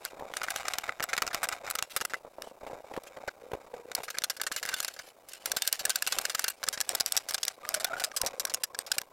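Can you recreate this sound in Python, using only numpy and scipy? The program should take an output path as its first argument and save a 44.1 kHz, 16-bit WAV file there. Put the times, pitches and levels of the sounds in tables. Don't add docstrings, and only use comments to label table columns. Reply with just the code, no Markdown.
import sys
import numpy as np
from scipy import signal
from scipy.fft import rfft, irfft, next_fast_len
from scipy.io import wavfile
from scipy.ndimage import uniform_filter1d, map_coordinates

SR = 44100
rng = np.random.default_rng(int(sys.argv[2]) if len(sys.argv) > 2 else 0)


def materialize(psi):
    bounded = np.clip(np.atleast_2d(psi).T, -1, 1)
    quanta = np.round(bounded * 32767).astype(np.int16)
    wavfile.write(sys.argv[1], SR, quanta)


N = 402191
TIME = np.arange(N) / SR
JUMP_HZ, TOP_HZ = 30, 16000
HOOP_CHANGES_S = [3.0, 6.56]

# t/s, steel level/dB, clank/dB re steel, treble/dB re steel, nominal t60/s
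BLOWS = [(0.0512, -38.5, -4, 3, 0.0017), (0.057, -44.5, 5.0, -8.5, 0.016), (0.338, -46, 10, -5, 0.01),
         (0.3679, -35.5, 0, -1.5, 0.015), (0.416, -43.5, 10.5, -14, 0.013), (0.433, -36.5, 4.5, -4, 0.045),
         (0.484, -47, 15.5, -15, 0.016), (0.504, -35.5, -1, 0.5, 0.022), (0.5607, -34.5, -1.5, -4.5, 0.012),
         (0.6539, -47, 10, -12.0, 0.022), (0.6674, -50, 6, -11, 0.038), (0.6822, -34, 1, -2, 0.014),
         (0.7359, -33, -4.5, -6, 0.017), (0.7844, -32, -5.5, -4.5, 0.013), (0.835, -57, 5, -23, 0.02),
         (0.882, -53, 8, -6, 0.014), (0.893, -48, 19.5, -19, 0.01), (0.922, -69.5, 25, -5, 0.022),
         (0.9982, -46, 7, -12.5, 0.0044), (1.0046, -45.5, 14, -14.0, 0.0041), (1.0264, -34, -1, -4, 0.042),
         (1.0395, -38, 4.5, 5, 0.0038), (1.0888, -41, 4.5, -7, 0.06), (1.132, -33, 6.5, -9, 0.031),
         (1.1667, -38, -4, -8.5, 0.0045), (1.1784, -32.0, 3, -4, 0.024), (1.208, -69, 11, -14, 0.015),
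         (1.22, -29.5, 2, -7, 0.027), (1.2664, -39.0, -2, -3, 0.011), (1.277, -35.5, -2, -10.0, 0.0088),
         (1.3096, -52, 12.5, -18, 0.028), (1.331, -42.5, 4, -5, 0.043), (1.346, -32.5, 1, -3, 0.0093),
         (1.431, -35, 7, 2.5, 0.055), (1.4418, -37.5, 1, -1, 0.022), (1.4879, -34, -2, 0, 0.015),
         (1.5251, -38, 4.5, -8, 0.023), (1.667, -47, 1.5, -11, 0.0079), (1.6752, -49.5, 12, -10, 0.018),
         (1.7018, -40.5, -1, 5, 0.0059), (1.71, -37.5, -1.5, 3, 0.014), (1.753, -35, 2, 0.0, 0.021),
         (1.764, -54, 1, -8, 0.015), (1.787, -32.5, -2, -8.5, 0.023), (1.8254, -31.5, -5, -3.5, 0.0025),
         (1.9636, -35.5, 2.5, 5, 0.007), (1.966, -33.5, -0.5, 0.5, 0.035), (2.0045, -44, 0, -10.5, 0.005),
         (2.011, -34.5, 2, -5, 0.04), (2.0508, -34.5, 1, 1, 0.018), (2.0977, -49, 4, -4, 0.044),
         (2.1358, -43.5, 11, -8, 0.0029), (2.1419, -44, 13, -10.0, 0.0078),
         (2.421, -41, -3.5, -5.5, 0.0079), (3.036, -56, -7, 2, 0.013), (3.2821, -45, 10, -28, 0.043),
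         (3.9163, -42, 1, -10, 0.016), (3.9505, -29, -13, -1, 0.017), (4.033, -43, -18, 1, 0.066),
         (4.0815, -44.5, 7.5, -15, 0.039), (4.103, -38, -5.5, -3.5, 0.025), (4.144, -53, 14, -9, 0.043),
         (4.171, -51, 10, -14, .04), (4.1852, -30, -7, -5, 0.0027), (4.22, -42, -1, -8, 0.0096),
         (4.238, -28, -7, -3.5, 0.03), (4.299, -30, -7, -4, 0.032), (4.3665, -45, -3, -3, 0.035),
         (4.399, -46.5, 9.5, -16, 0.033), (4.4151, -32, -3.5, -2.5, 0.014), (4.435, -41, -1, -3, 0.022),
         (4.466, -33, -1.5, -3.5, 0.039), (4.5164, -41.5, 6.5, -17, 0.01), (4.5209, -37, -5.5, -2, 0.025),
         (4.563, -33, -4.5, -5, 0.022), (4.6287, -35, -0.5, -6.5, 0.035), (4.6532, -39.5, 3, -5, 0.005),
         (4.6607, -43, -3, 0.0, 0.0082), (4.6728, -47, 8, -16, 0.056), (4.6898, -33, -0.5, -7, 0.026),
         (4.716, -48, 6, -10, .02), (4.727, -47, 6, -10.0, 0.019), (4.74, -31.5, -5.5, -4, 0.018),
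         (4.764, -47, 0, -9.0, 0.014), (4.8023, -32, -6, -2.5, 0.015), (4.828, -40.5, -4, 1.0, 0.032),
         (4.847, -32.5, -8.0, -5, 0.0096), (4.88, -36, -5, -4, 0.026), (4.9387, -48.5, -14, -5.0, 0.021),
         (4.964, -52, 2, -11, 0.021), (4.9905, -41.5, 1, -11, 0.032), (5.287, -49.5, -9, 2.5, 0.044),
         (5.3342, -46, -7.5, 1.5, 0.014), (5.458, -33, -5, 1.5, 0.018), (5.517, -29, -7, -2.5, 0.015),
         (5.5647, -39.5, -7, -4, 0.0079), (5.568, -29.5, -7.5, -2.5, 0.018),
         (5.6209, -28.5, -11.5, -3, 0.016), (5.668, -40, -4, -2, 0.078), (5.6756, -27.5, -19, 0.5, 0.014),
         (5.727, -27, -14, 1, 0.012), (5.793, -33, -9.5, -7, 0.068), (5.8527, -29, -12, 2.5, 0.022),
         (5.865, -48, 7, -6, 0.018), (5.8954, -32.5, -6, 2, 0.023), (5.9028, -27.5, -24, -3.5, 0.018),
         (5.9576, -27.5, -15.5, -2, 0.016), (6.0228, -30.5, -8.5, -0.5, 0.015),
         (6.066, -34.5, -10.5, -11, 0.0036), (6.0738, -29.5, -6.5, -2.5, 0.02),
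         (6.123, -27.5, -7, -6.5, 0.023), (6.186, -28.5, -5, -2, 0.016), (6.214, -45, -7, 4, 0.023),
         (6.2526, -29.5, -2.5, -5, 0.016), (6.2969, -32.5, -5, -6, 0.033), (6.3483, -30.5, -3, -3.5, 0.021),
         (6.382, -47, 2, -8, 0.032), (6.3942, -30.5, -2.5, -2, 0.012), (6.442, -28.5, -4, -4, 0.018),
         (6.461, -52, 11.5, -10, 0.035), (6.4814, -30, -7, -1, 0.026), (6.5008, -44.5, 1, 8, 0.023),
         (6.63, -42, 4, -14, 0.008), (6.6374, -33.5, -3.5, -6.5, 0.017), (6.666, -43, -4, -12.0, 0.026),
         (6.6775, -43.5, 5.5, -16, 0.014), (6.6865, -27, -10, -3, 0.007), (6.7277, -34, -4, -4.5, 0.076),
         (6.7754, -39, 0.5, -19, 0.018), (6.804, -31.5, -8, -3, 0.0086), (6.8119, -30, -12.5, -1, 0.013),
         (6.892, -30.5, -12.5, 0, 0.0049), (6.9503, -30, -10, 0.5, 0.019), (6.9999, -30, -10, -4, 0.026),
         (7.0077, -26.5, -18, -4.5, 0.0062), (7.0613, -29.5, -14.5, -2, 0.0091),
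         (7.1221, -29.5, -16, 1, 0.0082), (7.1667, -27, -15, -2, 0.0076), (7.174, -26.5, -12, -2.5, 0.017),
         (7.287, -33, -10, -4, 0.05), (7.3088, -37, -2.5, -1, 0.012), (7.3378, -39, -15, -5, 0.0062),
         (7.3442, -28, -7.5, -3.5, 0.026), (7.3805, -37.5, -8, -10, 0.02), (7.431, -28, -16, -7.0, 0.022),
         (7.4517, -37, -9, 0, 0.0042), (7.466, -48, 0, -12, 0.029), (7.4808, -28, -10.5, -5.5, 0.0099),
         (7.6512, -52, 11, -20, 0.0055), (7.69, -34.0, -3.5, 1, 0.0046), (7.742, -28, -7, -0.5, 0.032),
         (7.757, -42, 1, -5.5, 0.077), (7.799, -38, -4, -0.5, 0.062), (7.8445, -28.5, -3.5, -0.5, 0.021),
         (7.998, -35.5, -4, -5.0, 0.042), (8.039, -31, -6, -2, 0.0099), (8.0447, -29.5, -12, -2, 0.02),
         (8.116, -49.5, 5, -20.0, 0.0094), (8.1639, -29, -11.5, -0.5, 0.056),
         (8.2154, -29.5, -11, 0, 0.0099), (8.249, -46, -6, -2, .005), (8.2628, -28.5, -12.5, -5, 0.048),
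         (8.3973, -30.5, -12, -1.5, 0.037), (8.4517, -30.5, -6.5, -1.5, 0.013), (8.47, -47, 3, -4, 0.041),
         (8.4969, -37.5, -9, -10, 0.037), (8.5391, -33.5, -13, 0, 0.0041), (8.5444, -31, -10.5, 1, 0.012),
         (8.635, -30, -7.5, 0.5, 0.033), (8.7469, -42.0, 2, -12.5, 0.019), (8.7896, -34.5, -4.5, 3, 0.0042),
         (8.8648, -42.5, -21, -6, 0.046), (8.917, -25.0, -15, -6, 0.02), (8.9823, -29, -4, -1, 0.017),
         (9.0158, -42.5, -4, -2, 0.0081)]
# f/Hz, nominal lead over the weak modes for hoop 1/dB, hoop 2/dB, hoop 3/dB
HOOP_MODES = [(1278, 13.5, 12, -2.5), (1437, 7, 6, -1), (1526, 7, 14, -2), (1662, -15, 14.5, 11.5),
              (2068, 9, 11, 3), (2790, 17.5, 14, 8.5), (3477, 10, 4.5, 1.5), (3680, 1, 11, -8),
              (3950, 9, 1.5, 9), (4320, 0, 13, 1), (4746, -4, 6, 9), (5050, -8, 8, 12.5), (5540, 4, 10, 14),
              (6010, 8, 7, 10), (6980, 7, 9, 9), (7260, -5, 13.5, 0), (7810, 15, 4, 13),
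              (8470, -14, 11, 13.5)]
# f/Hz, level/dB
BARREL_SPECTRUM = [(30, -7.5), (130, -12.5), (280, -5.5), (420, 0), (540, 6.5), (800, 1.5), (1100, -4.5),
                   (1800, -19), (4000, -67), (16000, -43)]
# f/Hz, level/dB
STAVE_SPECTRUM = [(40, 7.5), (400, -3), (700, 13.5), (1000, 18), (1300, 11), (2100, 12), (3000, 5.5),
                  (5000, -2.5), (16000, -10.5)]


def undb(db):
    return 10 ** (np.asarray(db) / 20)


def unit(x):
    return x / np.sqrt(np.mean(x ** 2))


def curves(table, at_s):
    times_s, *columns = np.transpose(table)
    return [np.interp(at_s, times_s, column) for column in columns]


def spectrum_gain(spectrum, hz):
    knots_hz, db = np.transpose(spectrum)
    return undb(np.interp(np.log(hz + 1), np.log(knots_hz), db))


def colour(x, spectrum):
    size = next_fast_len(x.shape[-1])
    gain = spectrum_gain(spectrum, np.fft.rfftfreq(size, 1 / SR))
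    return irfft(rfft(x, size) * gain, size)[..., :x.shape[-1]]


def add(out, start_s, sound):
    i = max(int(start_s * SR), 0)
    out[..., i:i + sound.shape[-1]] += sound[..., :N - i]


def grains(rate_hz, spread_db):
    size = undb(spread_db * np.minimum(rng.exponential(size=N), 3))
    return (rng.random(N) < rate_hz / SR) * rng.choice([-1., 1.], N) * size


def jumps(spread_db):
    moment = (TIME * JUMP_HZ).astype(int)
    steps = undb(spread_db * rng.standard_normal(moment[-1] + 1))
    return uniform_filter1d(steps[moment], size=90)


def until_jump(start_s, t, cut_phase=.78):
    end_s = (np.ceil((start_s + .006) * JUMP_HZ - cut_phase) + cut_phase) / JUMP_HZ - start_s
    return np.exp(-np.maximum(t - end_s, 0) / .001)


def modes(t, count, hoop_ratio=1):
    body_spectrum = [(40, -4.5), (150, -7.5), (300, -24.5), (540, 12), (950, 3.5), (1500, 15), (2400, 8.5),
                     (3250, 13), (4900, 16), (6500, 13.5), (9000, 11.5), (13000, 10.5), (16000, 1.5)]
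    weak_hz = 40 + (TOP_HZ - 40) * ((np.arange(count) + rng.random(count)) / count) ** 2
    hz = np.concatenate([weak_hz, np.array(HOOP_MODES)[:, 0] * hoop_ratio])
    gain = spectrum_gain(body_spectrum, hz) * hz ** (1 / 4)
    phase = 2 * np.pi * (hz[:, None] * t + rng.random((len(hz), 1)))
    return hz, gain[:, None] * np.sin(np.float32(phase))


def hoop_lead_db(at_s):
    return np.transpose(HOOP_MODES)[1:][np.digitize(at_s, HOOP_CHANGES_S)]


def strike_weights(hz, times_s, humps=26, spread_db=2, scatter=0.6):
    place = np.interp(np.log(hz), np.log([300, TOP_HZ]), [0, humps - 1])
    humps_db = spread_db * rng.standard_normal((len(times_s), humps))
    spot_gain = undb([np.interp(place, np.arange(humps), row) for row in humps_db])
    weight = rng.standard_normal((len(times_s), 2, len(hz)))
    strong = weight[:, :, -len(HOOP_MODES):]
    lead = undb(hoop_lead_db(times_s) - 3)[:, None]
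    strong[:] = ((1 - scatter) * np.sign(strong) + scatter * strong) * lead
    return weight * spot_gain[:, None]


def detuned(sound, t, ratio):
    return np.array([map_coordinates(channel, [(t * ratio - t[0]) * SR], order=5) for channel in sound])


def hammer_blows(crack_db=4, crack_s=0.00054, tail_db=-13, tail_t60_s=0.088, preroll_s=.008):
    t = np.arange(int(SR / 20)) / SR - preroll_s
    age_s = np.maximum(t, 0)
    times_s, steel_db, clank_db, treble_db, t60_s = np.transpose(BLOWS)
    thud_db = -11.5 + 0.74 * clank_db
    t60_s = np.maximum(t60_s, .005)[:, None]
    hz, rings = modes(t, count=420)
    weight = strike_weights(hz, times_s)
    mode_band = np.digitize(hz, [1000, 2450, 7650])
    strong = np.arange(len(hz)) >= len(hz) - len(HOOP_MODES)
    fading_s = np.maximum(age_s - 0.19 * t60_s, 0)
    lead_in = undb(-24.5) * np.exp(-abs(t) / 0.00055)
    tail = undb(tail_db - 60 * age_s / tail_t60_s)
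    cut = until_jump(times_s[:, None], t)[:, None]
    bands = [(thud_db, 1), (clank_db, 1.15), (0, .85), (treble_db, .72)]
    sounds = 0
    for k, (band_db, t60_scale) in enumerate(bands):
        decay = undb(-60 * fading_s / (t60_s * t60_scale))
        crack = 1 + undb(crack_db) * k / 3 * np.exp(-age_s / crack_s)
        rise = 1 - np.exp(-age_s * (k + 1) / (0.0042 * t60_s))
        band = mode_band == k
        lasting = band & strong
        part = (weight[:, :, band] @ rings[band]) * (lead_in + rise * decay * crack)[:, None]
        part += (weight[:, :, lasting] @ rings[lasting]) * (rise * tail)[:, None]
        part *= cut
        part /= np.sqrt(np.sum(part ** 2, axis=2, keepdims=True) / (SR / 100))
        sounds = sounds + part * undb(steel_db + band_db)[:, None, None]
    pitch_spread = np.take([0.03, 0.02, 0.022], np.digitize(times_s, HOOP_CHANGES_S))
    ratios = 1 + pitch_spread * rng.standard_normal(len(times_s))
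    out = np.zeros((2, N))
    for start_s, sound, ratio in zip(times_s - preroll_s, sounds, ratios):
        add(out, start_s, detuned(sound, t, ratio))
    return out


def hoop_clinks(gain_db=-1, attack_s=0.00063):
    clinks = [(0.892, 1280, -33, 0.031), (1.003, 1330, -41, 0.024), (1.133, 1330, -26, 0.044),
              (1.179, 1490, -28, .04), (1.220, 1254, -16, .035), (1.277, 1420, -28, .04),
              (1.524, 1330, -27, 0.032), (2.049, 1720, -33, .03), (2.142, 2030, -26, .05),
              (4.239, 6460, -23, 0.036), (4.298, 4580, -27, 0.037), (4.415, 1550, -43, 0.022),
              (4.468, 1840, -25, 0.035), (4.734, 1520, -24, 0.055), (4.741, 3510, -22, 0.036),
              (5.567, 1530, -35, 0.045), (5.622, 3615, -28, .06), (5.676, 1550, -29, 0.045),
              (5.853, 1690, -21, 0.033), (5.902, 1546, -26, 0.055), (5.957, 1520, -20.5, 0.024),
              (6.022, 1700, -21, 0.026), (6.124, 3490, -29, .05), (6.186, 1730, -38, .04),
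              (6.349, 7280, -24, 0.037), (6.678, 1290, -28, 0.03), (6.81, 1700, -29, 0.038),
              (7.004, 4910, -19, 0.031), (7.173, 5860, -15.5, 0.024), (7.346, 3570, -22, 0.03),
              (7.745, 1465, -22, 0.021), (7.845, 3530, -24.5, 0.043), (7.968, 1580, -50, 0.2),
              (8.0, 1480, -43, 0.14), (8.4, 7280, -28, .045), (8.544, 6720, -22, .035),
              (8.636, 4894, -22, 0.033), (8.916, 1510, -20, 0.029)]
    out, t = np.zeros(N), np.arange(int(SR / 20)) / SR
    for start_s, hz, db, t60_s in clinks:
        note = np.sin(2 * np.pi * (hz * t + rng.random())) * (1 - np.exp(-t / attack_s))
        add(out, start_s, note * undb(db + gain_db - 60 * t / t60_s) * until_jump(start_s, t))
    return out


def barrel_knocks(gain_db=-3, wood_db=-3, attack_s=0.0019):
    knocks = [(0.194, -14.5, 3.5, -36, 0.016), (0.207, -27, -22, -33, 0.042),
              (0.223, -21.5, -20, -33, 0.038), (2.018, -19, -14, -30, 0.014),
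              (2.383, -24.5, -19, -34, 0.025), (2.513, -30.5, -24, -35, 0.025),
              (2.632, -27.5, -11, -11, 0.033), (2.665, -30.5, -0.5, -27, 0.058),
              (2.73, -24, -16, -8, 0.026), (2.912, -27.5, -25, -27, 0.038), (2.936, -31.5, 4, -30, 0.041),
              (2.962, -22.5, 2, -35, 0.027), (2.975, -17, -12, -38, 0.027), (3.168, -30.5, 0, -29, 0.027),
              (3.276, -21.5, -2, -32, 0.04), (3.517, -14.5, -1.5, -25, 0.0076),
              (3.533, -19.5, -4.5, -6, 0.035), (3.55, -20, -13, -13, 0.02), (3.739, -28, -3, -20, 0.024),
              (3.979, -26, -18, -36, 0.054), (4.002, -27.5, 1, -38, 0.029), (8.232, -31.5, 3, -2, 0.047)]
    barrel_modes = [(295, -10.5), (440, -3.5), (550, 5), (630, -2.5), (710, -5), (800, -0.5), (900, -4),
                    (1070, -12.5)]
    ground_spectrum = [(30, 6.5), (120, 1), (250, -19), (700, -35), (16000, -77)]  # f/Hz, level/dB
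    out, t = np.zeros(N), np.arange(int(SR / 5)) / SR
    hz, mode_db = np.transpose(barrel_modes)
    for start_s, db, crunch_db, thump_db, t60_s in knocks:
        envelope = undb(-60 * t / max(t60_s, .01)) * (1 - np.exp(-t / attack_s))
        sines = np.sin(2 * np.pi * (hz[:, None] * t + rng.random((len(hz), 1))))
        ring = unit(envelope * (undb(mode_db) @ sines))
        wood, grit, thump = (unit(envelope * colour(rng.standard_normal(len(t)), spectrum))
                             for spectrum in (BARREL_SPECTRUM, STAVE_SPECTRUM, ground_spectrum))
        body = unit(ring + undb(wood_db) * wood)
        sound = body + undb(crunch_db - 4) * grit + undb(thump_db - 3) * thump
        add(out, start_s, sound * undb(db + gain_db) * np.sqrt(np.mean(envelope ** 2)))
    return out


def shaking(strengths_db, rise_s=0.011, fall_s=0.012, usual_t60_s=0.014):
    lag_s = np.arange(-SR // 4, SR // 2) / SR
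    swell = np.exp(np.minimum(lag_s / rise_s, -lag_s / fall_s))
    energy = np.zeros(N)
    for (start_s, *_, t60_s), db in zip(BLOWS, strengths_db):
        length_db = -1.5 * np.log2(t60_s / usual_t60_s)
        add(energy, start_s + lag_s[0], undb(db + length_db) ** 2 * swell[lag_s >= -start_s])
    return np.sqrt(energy)


def sliding(events, gain_db=-1, edge_s=0.014):
    t = TIME[::20]
    gain = 0
    for start_s, length_s, db in events:
        inside_s = np.minimum(t - start_s, start_s + length_s - t)
        gain = gain + undb(db + gain_db) * np.clip(inside_s / edge_s + .5, 0, 1)
    return np.interp(TIME, t, gain)


def backswing(depth_db=-8):
    times_s = np.append(np.sort(np.array(BLOWS)[:, 0]), np.inf)
    next_blow_s = times_s[np.searchsorted(times_s, TIME)]
    raised = np.floor(next_blow_s * JUMP_HZ) == np.floor(TIME * JUMP_HZ)
    return uniform_filter1d(undb(depth_db * raised), size=40)


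def barrel_scuff():
    bumps = grains(rate_hz=500, spread_db=3.5)
    return unit(colour(bumps, BARREL_SPECTRUM) * jumps(spread_db=1.5))


def stave_clatter(t60_s=0.016, count=300, hoop_db=-9):
    taps = grains(rate_hz=350, spread_db=3.0)
    t = np.arange(int(SR / 5)) / SR
    hz, rings = modes(t, count)
    weight = undb(np.concatenate([np.zeros(count), np.full(len(HOOP_MODES), hoop_db)]))
    signs = rng.choice([-1., 1.], (2, len(hz)))[0]
    response = (signs * weight) @ rings * undb(-60 * t / t60_s)
    clatter = signal.oaconvolve(taps, response)[:N]
    return unit(colour(clatter, STAVE_SPECTRUM) * jumps(spread_db=1.5))


def hoop_jingle(count=95, t60_s=0.14, pitch_spread=0.04, spread_db=3.5):
    jingle_spectrum = [(600, 6), (1500, 16.5), (2700, 25.5), (3600, 17.5), (5600, 14), (9000, 17.5),
                       (16000, 14)]
    size = int(SR / JUMP_HZ)
    out, t = np.zeros((2, N)), np.arange(size) / SR
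    contacts = grains(rate_hz=220, spread_db=4.5)
    window = signal.windows.tukey(size, .1)
    for i in range(0, N, size):
        hz, rings = modes(t, count, 1 + pitch_spread * rng.standard_normal(len(HOOP_MODES)))
        lead_db = np.concatenate([np.zeros(count), hoop_lead_db(i / SR) - 9])
        weight = undb(lead_db + spread_db * rng.standard_normal(len(hz)))
        signs = rng.choice([-1., 1.], (2, len(hz)))
        ring = (signs * weight) @ rings * undb(-60 * t / t60_s)
        sound = 2 * ring + signal.fftconvolve(contacts[None, i:i + size], ring, axes=1)[:, :size]
        add(out, i / SR, unit(sound) * window)
    return unit(colour(out, jingle_spectrum))


def hoop_grate(rust_db=-8):
    # f/Hz, level/dB
    rust_spectrum = [(600, -1), (1400, 18), (3400, 12), (5500, 16.5), (8000, -5), (16000, -10)]
    flakes = np.array([grains(rate_hz=1800, spread_db=3.5) for _ in range(2)])
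    rust = unit(colour(flakes, rust_spectrum))
    return unit((hoop_jingle() + undb(rust_db) * rust) * jumps(spread_db=1.5))


def loose_parts(idle_scuff_db=-60, idle_staves_db=-68, idle_hoops_db=-73):
    shifts = [(0.058, 0.087, -63, -54.5), (0.11, 0.23, -49, -56.5), (0.18, 0.14, -54, -67),
              (0.518, 0.3, -58, -39.5), (0.828, 0.055, -68, -38.5), (1.215, 0.06, -43.5, -62),
              (1.342, 0.31, -52, -53.5), (2.244, 0.037, -45, -66), (2.392, 0.089, -46, -75),
              (2.608, 0.2, -43.5, -55.5), (2.839, .16, -48.5, -55.5), (3.024, 0.16, -56, -55.5),
              (3.165, 0.08, -45, -55), (3.37, 0.31, -54.5, -60), (3.73, 0.084, -48.5, -54.5),
              (3.961, 0.084, -67, -42.5), (5.456, 0.12, -47, -56), (5.806, 0.09, -46.5, -64),
              (6.14, 0.17, -49, -44), (6.893, 0.078, -41.5, -42), (7.71, 0.22, -57, -54),
              (7.918, 0.11, -44, -46), (8.23, 0.052, -39, -44), (8.232, 0.35, -51, -48.5),
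              (8.781, 0.25, -58.5, -52)]
    grates = [(0.06, 0.072, -69), (0.52, 0.33, -53), (1.13, 0.445, -55), (1.9, 0.072, -45),
              (2.43, 0.079, -53.5), (2.66, 0.088, -61), (2.9, 0.07, -58), (3.06, 0.028, -51.5),
              (3.96, 0.54, -50.5), (4.52, 0.085, -38.5), (4.63, 0.27, -44), (4.93, 0.18, -54.5),
              (5.3, 0.078, -50), (5.64, 0.14, -41), (6.2, 0.33, -54), (6.1, 0.026, -42),
              (6.895, 0.098, -42.5), (7.065, 0.034, -39), (7.135, 0.021, -50), (7.965, 0.047, -43),
              (8.8, 0.022, -48), (8.93, 0.087, -45.5)]
    slack = [(0.35, 7.5, 4.5), (0.6, 14, 10), (1.0, 4.5, -23), (1.45, 19.5, -2), (1.7, 15.5, -14),
             (2.1, -10, 6.5), (4.0, 12.5, -44), (4.27, -13, -43), (4.5, -28, -3), (4.8, 9, 10),
             (5.5, 7, 7.5), (5.75, 16, 2.5), (6.2, 9, 11.5), (6.65, 0, 2.5), (7.0, 18, -1), (7.35, 13, 3.5),
             (8.0, 11.5, 4.5), (8.7, -22, -6)]
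    scuff_slide = sliding(np.array(shifts)[:, [0, 1, 2]])
    stave_slide = sliding(np.array(shifts)[:, [0, 1, 3]])
    slack_staves_db, slack_hoops_db = curves(slack, TIME)
    _, steel_db, clank_db, *_ = np.transpose(BLOWS)
    wood_shake, steel_shake = shaking(steel_db + clank_db), shaking(steel_db)
    lull = backswing()
    scuff_drive = np.hypot(scuff_slide, wood_shake * undb(-18))
    stave_drive = np.hypot(stave_slide, wood_shake * undb(slack_staves_db - 16.5)) * lull
    hoop_drive = np.hypot(sliding(grates), steel_shake * undb(slack_hoops_db - 15)) * lull
    scuff = barrel_scuff() * np.hypot(scuff_drive, undb(idle_scuff_db))
    staves = stave_clatter() * np.hypot(stave_drive, undb(idle_staves_db))
    hoops = hoop_grate() * np.hypot(hoop_drive, undb(idle_hoops_db))
    return scuff + staves, hoops


def far_whine(gain_db=-0.5, flutter_db=7.5, pitch_waver=0.026):
    spells = [
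        [(3.05, 548, -61, -27), (3.3, 638, -94, -24), (3.4, 546.5, -59, -25), (3.48, 508.5, -62, -28),
         (3.6, 541, -74, -20), (3.77, 465, -55, -9), (3.91, 502, -60, -17), (3.98, 466, -58, -26),
         (4.25, 472, -78, -21)],
        [(7.58, 528.7, -55, -12), (7.65, 610, -58.5, 6), (7.78, 616.5, -48.5, -26), (7.88, 747, -46, 2),
         (7.92, 675, -41, -17), (7.98, 774, -50.5, 17.5), (8.02, 730, -56, 10), (8.1, 630, -60, -5),
         (8.19, 545, -51.5, 0), (8.33, 540.7, -59, 1), (8.6, 520.5, -61.5, -2), (9.12, 513, -73.5, 7)],
    ]
    stepped_s = (np.floor(TIME * JUMP_HZ) + .5) / JUMP_HZ
    out = np.zeros(N)
    for spell in spells:
        hz, db, octave_db = curves(spell, stepped_s)
        drift, flutter, octave_flutter = (unit(uniform_filter1d(rng.standard_normal(N), size=400))
                                          for _ in range(3))
        phase = 2 * np.pi * np.cumsum(hz * (1 + pitch_waver * drift) * jumps(spread_db=.22)) / SR
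        fundamental = undb(flutter_db * flutter) * np.sin(phase)
        octave = undb(octave_db + flutter_db * octave_flutter) * np.sin(2 * phase)
        sounding = (TIME > spell[0][0]) & (TIME < spell[-1][0])
        envelope = uniform_filter1d(undb(db + gain_db) * sounding, size=90)
        out += np.sqrt(2) * (fundamental + octave) * envelope
    return out


def open_air(level_db=-64):
    air_spectrum = [(30, -22), (120, -26), (280, -20), (520, -10), (1000, -20), (2000, -31), (5000, -31),
                    (16000, -31)]
    return undb(level_db) * unit(colour(rng.standard_normal(N), air_spectrum))


def jump_dips(start_phase=0.75, end_phase=0.94):
    depths = [(0, -13), (6.4, -12), (8, -29)]  # t/s, depth/dB
    depth_db, = curves(depths, TIME)
    phase = TIME * JUMP_HZ % 1
    dipping = (phase > start_phase) & (phase < end_phase)
    return uniform_filter1d(undb(depth_db * dipping), size=40)


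def scene():
    side_spectrum = [(3600, -70), (4100, -25), (5500, -16), (7500, -11), (16000, -9.5)]
    wood, hoops = loose_parts()
    air = open_air()
    dips = jump_dips()
    steel_mid, steel_side = hammer_blows() + hoops * dips
    mid = steel_mid + hoop_clinks() + (wood + barrel_knocks() + far_whine() + air) * dips
    side = colour(steel_side, side_spectrum)
    return np.array([mid + side, mid - side])


def record(dry):
    return signal.sosfilt(signal.ellip(8, .2, 70, TOP_HZ, fs=SR, output="sos"), dry)


dry = scene()
out = record(dry)
materialize(out)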